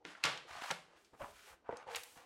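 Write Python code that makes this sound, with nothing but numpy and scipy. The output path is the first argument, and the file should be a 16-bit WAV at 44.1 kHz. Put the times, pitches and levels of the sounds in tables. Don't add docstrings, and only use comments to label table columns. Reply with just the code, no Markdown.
import sys
import numpy as np
from scipy import signal
from scipy.fft import rfft, irfft
from scipy.io import wavfile
from scipy.ndimage import uniform_filter1d

SR = 44100
rng = np.random.default_rng(int(sys.argv[2]) if len(sys.argv) > 2 else 0)


def output_pcm(signal):
    pcm = np.clip(np.atleast_2d(signal).T, -1, 1) * 32767
    wavfile.write(sys.argv[1], SR, np.round(pcm).astype(np.int16))


N = 99225
TIME = np.arange(N) / SR
CUTOFF_HZ = 16200


def from_db(db):
    return 10 ** (np.asarray(db) / 20)


def rms_one(x):
    return x / np.sqrt(np.mean(x ** 2) + 1e-20)


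def coloured(x, curve):
    hz, db = np.transpose(curve)
    bins = np.maximum(np.fft.rfftfreq(2 * N, 1 / SR), 1)
    gain = from_db(np.interp(np.log(bins), np.log(hz), db))
    return irfft(rfft(x, 2 * N) * gain)[:N]


def filtered(x, hz, keep):
    return signal.sosfilt(signal.butter(2, hz, keep, fs=SR, output="sos"), x)


def noise_band(low_hz, high_hz):
    high_hz = min(max(high_hz, low_hz * 1.1), SR * .45)
    return rms_one(filtered(rng.standard_normal(N), [low_hz, high_hz], "band"))


def resonance(hz, width_hz):
    low_hz = np.sqrt(hz ** 2 + width_hz ** 2 / 4) - width_hz / 2
    band = noise_band(low_hz, low_hz + width_hz)
    return rms_one(band / np.sqrt(uniform_filter1d(band ** 2, size=1300) + .1))


def envelope(start, rise, hold, release):
    age = TIME - start
    return np.clip(age / rise, 0, 1) * np.exp(-np.clip((age - hold) / release, 0, 40))


def burst(noise, start, rise, decay):
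    shape = envelope(start, rise, rise, decay)
    return rms_one(noise * shape) * np.sqrt(np.mean(shape ** 2))


def ring(force, notes):
    sound = 0
    for hz, db, fade_s in notes:
        shrink, turn = from_db(-60 / (fade_s * SR)), 2 * np.pi * hz / SR
        feedback = [1, -2 * shrink * np.cos(turn), shrink ** 2]
        sound += from_db(db) * signal.lfilter([0, np.sin(turn)], feedback, force + 1e-18)
    return sound


def air():
    # (frequency [Hz], level [dB])
    tone = [(25, -9.5), (60, 4), (150, -2), (330, 5.5), (800, -3), (2000, -15.5), (6000, -21.5),
            (11000, -40.5), (16000, -47)]
    return from_db(-76.5) * rms_one(coloured(rng.standard_normal(N), tone))


def grains(per_s, spread_db=1.64):
    sizes = from_db(spread_db * np.minimum(rng.exponential(1, N), 4)) * rng.choice([-1, 1], N)
    return sizes * (rng.random(N) < per_s / SR)


def rub_and_hiss():
    # (start [s], length [s], rise [s], release [s], swell [dB],
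    # rub [dB], rasp [dB], hiss [dB], hollow pitch [Hz], hollow level [dB])
    # The row at 1.151 s is a soft hiss swelling just before and through the pop at 1.2 s.
    stretches = [(0, 0.025, 0.009, 0.0037, -2, -101, -109, -110, 455, -70.5),
                 (0.042, 0.076, 0.024, 0.04, -1, -62.5, -57.5, -81, 348, -68),
                 (0.161, 0.099, 0.0034, 0.072, 11, -65, -71.5, -111, 970, -95),
                 (0.461, 0.12, 0.031, 0.048, 6.5, -55.5, -56.5, -72, 713, -61.5),
                 (0.601, 0.12, 0.031, 0.02, 1, -53.5, -50.5, -63.5, 749, -59.5),
                 (0.884, 0.1, 0.034, 0.019, 0.5, -71, -73.5, -112, 337, -74),
                 (0.95, 0.073, 0.023, 0.09, 3.5, -94, -78.5, -80, 413, -82),
                 (1.131, 0.017, 0.012, 0.015, -11.5, -59.5, -78, -82, 694, -66),
                 (1.193, 0.061, 0.031, 0.02, -12, -47.5, -78, -72.5, 600, -52.5),
                 (1.151, 0.16, 0.055, 0.021, 7.5, -104, -71.5, -71, 428, -70),
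                 (1.32, 0.18, .04, 0.029, 2.5, -82.5, -64, -69, 410, -78.5),
                 (1.454, 0.087, 0.015, 0.0095, 7, -64.5, -88, -76, 501, -69.5),
                 (1.635, 0.075, 0.019, 0.017, 17.5, -62.5, -81, -100, 870, -66),
                 (1.706, 0.12, 0.029, 0.02, 2, -57, -70, -90, 517, -81),
                 (1.86, 0.048, 0.018, 0.022, 3, -53.5, -62.5, -96, 495.5, -52),
                 (1.892, 0.085, 0.063, 0.017, -2.5, -55.5, -52.5, -60.5, 479, -54),
                 (1.965, 0.2, 0.014, 0.036, -5, -73.5, -84, -64, 493, -76),
                 (2.152, 0.1, 0.024, 0.038, -7, -63.5, -66.5, -78, 486, -69.5)]
    # (frequency [Hz], level [dB])
    rub_tone = [(40, -29), (150, -24), (300, -21.5), (450, -14.5), (650, 2.5), (1050, 3.5), (1600, -4),
                (2800, -12.5), (5000, -36), (16000, -64)]
    rasp_tone = [(100, -32), (700, -14.5), (1400, 7), (2500, 2.5), (4200, -2), (7000, -8.5), (10000, -15.5),
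                 (16000, -45.5)]
    hiss_tone = [(300, -27), (800, -21.5), (1400, 4.5), (4000, 3), (8000, 5.5), (12000, 0.5), (16000, -5.5)]
    hollow_width_hz, upper_ratio, upper_db = 51.3, 1.738, -1.5
    rub_gain, rasp_gain, hiss_gain, hollow = 0, 0, 0, 0
    for start, length, rise, release, swell_db, rub_db, rasp_db, hiss_db, hz, hollow_db in stretches:
        progress = np.clip((TIME - start) / length, 0, 1)
        loudness = envelope(start, rise, length, release) * from_db(swell_db * (progress - .5))
        rub_gain += loudness * from_db(rub_db)
        rasp_gain += loudness * from_db(rasp_db)
        hiss_gain += loudness * from_db(hiss_db)
        lower = resonance(hz, hollow_width_hz)
        upper = from_db(upper_db) * resonance(hz * upper_ratio, hollow_width_hz * 2)
        hollow += loudness * from_db(hollow_db) * rms_one(lower + upper)
    judder_db = 2.5 * noise_band(21.5, 86)
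    rub = rms_one(coloured(grains(per_s=5000) * from_db(judder_db), rub_tone))
    rasp = rms_one(coloured(grains(per_s=13000) * from_db(judder_db / 2), rasp_tone))
    hiss = rms_one(coloured(rng.standard_normal(N), hiss_tone))
    return rub_gain * rub + rasp_gain * rasp + hiss_gain * hiss + hollow


def knocks():
    # (time [s], level [dB], length of touch [s])
    bumps = [(.0255, -59, .0006), (.883, -58, 0.00041), (0.913, -59.5, 0.00053), (0.935, -55, 0.00035),
             (.975, -66, 0.0011), (1.141, -49, 0.0011), (1.6915, -23.5, 0.00085), (1.6987, -26, 0.00097),
             (1.7253, -33.5, 0.00026), (1.7284, -27, 0.0013), (1.8685, -41.5, 0.00056)]
    # (pitch [Hz], level [dB], time to fade by 60 dB [s])
    table_notes = [(479, -0.5, 0.052), (630, 0.5, .014), (902, -9.5, 0.043), (1370, -18, .03),
                   (1920, -15.5, 0.042)]
    force = 0
    for start, db, touch in bumps:
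        push = np.sin(np.pi * np.clip((TIME - start) / touch, 0, 1)) ** 2
        force += from_db(db) * push / push.sum()
    return filtered(ring(force, table_notes), hz=705, keep="high")


def flaps_and_snap_tail():
    # (time [s], level [dB], pitch [Hz], band width [Hz], rise [s], decay [s])
    bursts = [(0.049, -51.5, 246, 238, 0.0019, 0.028), (0.236, -54, 150, 280, 0.011, 0.028),
              (0.244, -51, 143, 35.7, 0.012, 0.051), (.26, -53.5, 538, 200, .01, .075),
              (.445, -62.5, 410, 283, 0.0076, .025), (.495, -67, 89, 50.4, 0.021, 0.042),
              (.55, -64.5, 148, 200, 0.011, 0.018), (.701, -62.5, 174, 260, 0.0024, 0.011),
              (0.702, -50.5, 171.4, 35.4, 0.0067, 0.035), (0.71, -44.5, 628, 216, .003, 0.012),
              (1.124, -63, 131, 330, 0.01, 0.022), (1.198, -53.5, 75, 190, 0.022, 0.026),
              (1.206, -46, 580, 50, 0.0038, 0.013), (1.235, -47, 983, 89, 0.0044, .012),
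              (1.289, -68, 69, 50.4, 0.007, 0.064), (1.482, -68.5, 69.4, 70, 0.06, 0.017),
              (1.69, -50.5, 103, 130, 0.0012, 0.0094), (1.726, -54, 124, 167, .003, 0.011),
              (1.868, -65.5, 112, 81, 0.0066, .03), (1.955, -66.5, 83, 50, 0.0062, .025),
              (2.163, -62.5, 101.5, 147, 0.004, 0.015)]
    return sum(from_db(db) * burst(resonance(hz, width_hz), start, rise, decay)
               for start, db, hz, width_hz, rise, decay in bursts)


def snaps():
    # (time [s], level [dB], rise [s], decay [s],
    # low edge [Hz], high edge [Hz], level sent to the room relative to the crack [dB])
    buckles = [(0.0512, -36.5, 0.00045, 0.00098, 900, 3960, -0.5),
               (.1498, -48, .0005, 0.0047, 1200, 1900, -4), (.229, -50.5, 0.004, 0.015, 900, 4700, -4.5),
               (0.2378, -24, 0.0008, 0.0035, 2000, 6400, 5), (0.2446, -39, 0.003, 0.017, 540, 2580, 8.5),
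               (0.2519, -31, 0.0017, 0.0058, 950, 6500, 3),
               (0.3753, -41.5, 0.00021, 0.0034, 1700, 5500, -7),
               (.510, -45.5, .0006, 0.0029, 900, 2130, -13), (.553, -49, .001, 0.0038, 583, 1730, -1),
               (0.586, -51, 0.0015, 0.002, 620, 1520, -4), (0.621, -38, 0.00039, 0.002, 720, 2600, -10),
               (0.7027, -31.5, 0.0043, 0.0013, 760, 2270, -4.5),
               (0.7094, -32.5, 0.00078, 0.001, 2500, 8800, 3),
               (0.7108, -30.5, 0.00094, 0.0029, 520, 5230, -7.5),
               (0.712, -37, .002, 0.0047, 557, 1250, -30), (1.046, -66, 0.0015, 0.0065, 3000, 8000, 7.5),
               (1.77, -47, 0.00099, 0.0011, 4040, 7300, -3.5),
               (1.9472, -36.5, 0.0015, 0.0037, 2380, 3650, -1.5),
               (1.957, -36.5, 0.0032, 0.0012, 1900, 12330, 2.5),
               (1.9623, -35, 0.00056, 0.0042, 1460, 7100, -27),
               (2.0326, -47, 0.0028, 0.0037, 3060, 15100, -7)]
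    cracks, echoes, jolts = 0, 0, 0
    for start, db, rise, decay, low_hz, high_hz, room_db in buckles:
        band = signal.butter(1, [low_hz, high_hz], "band", fs=SR, output="sos")
        treble_cut = signal.butter(2, 1.02 * high_hz, fs=SR, output="sos")
        tone = np.vstack([band, treble_cut])
        crack = from_db(db) * burst(signal.sosfilt(tone, rng.standard_normal(N)), start, rise, decay)
        room_gain = from_db(room_db) * crack.std()
        click = signal.unit_impulse(N, int(start * SR))
        cracks += crack
        echoes += room_gain * rms_one(signal.sosfilt(tone, reflections(start + rise) + 1e-18))
        jolts += room_gain * rms_one(signal.sosfilt(tone, click + 1e-18))
    return cracks, echoes, jolts


def tag():
    # (pitch [Hz], level [dB], time to fade by 60 dB [s])
    notes = [(6350, 0, .13), (6620, -4, .1), (8400, -9, .12)]
    start_s, level_db = 1.7697, -62.5
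    return from_db(level_db) * ring(signal.unit_impulse(N, int(start_s * SR)), notes)


def reflections(start):
    build_s, split_hz = 0.0017, 5800
    tail = 0
    for side, fade_s in (("low", 0.43), ("high", 0.38)):
        noise = filtered(rng.standard_normal(N), split_hz, side)
        tail += noise * envelope(start, build_s, build_s, fade_s / np.log(1000))
    return tail / np.sqrt(np.sum(tail ** 2))


def room(sound, snap_echoes, jolts):
    # (frequency [Hz], level [dB])
    tone = [(60, -17.5), (200, -2.5), (600, -1), (1500, -3), (3000, -2.5), (6000, -9.5), (10000, -8),
            (16000, -10.5)]
    # (pitch [Hz], level [dB], time to fade by 60 dB [s])
    notes = [(772, -2, 0.44), (1150, 5, 0.28), (1384, 12, 0.16), (1648, -6.5, 0.6), (1686, 5, 0.19),
             (1934, -6, 0.62), (2155, 4, 0.34), (2279, -5, 0.5), (3040, -13.5, 0.093), (3586, -13.5, .28),
             (4500, -17.5, .26)]
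    echoes = snap_echoes + signal.fftconvolve(sound, reflections(0))[:N]
    return coloured(echoes, tone) + from_db(-54) * ring(jolts, notes)


def scene():
    snap, snap_echoes, jolts = snaps()
    rustle, knock, bursts = rub_and_hiss(), knocks(), flaps_and_snap_tail()
    to_room = from_db(-8) * rustle + from_db(-9.5) * knock + from_db(-6) * bursts
    return (rustle + knock + bursts + snap + tag() + room(to_room, snap_echoes, jolts) + air())[None]


def record(dry):
    return signal.sosfilt(signal.ellip(12, .1, 80, CUTOFF_HZ, fs=SR, output="sos"), dry)


dry = scene()
out = record(dry)
output_pcm(out)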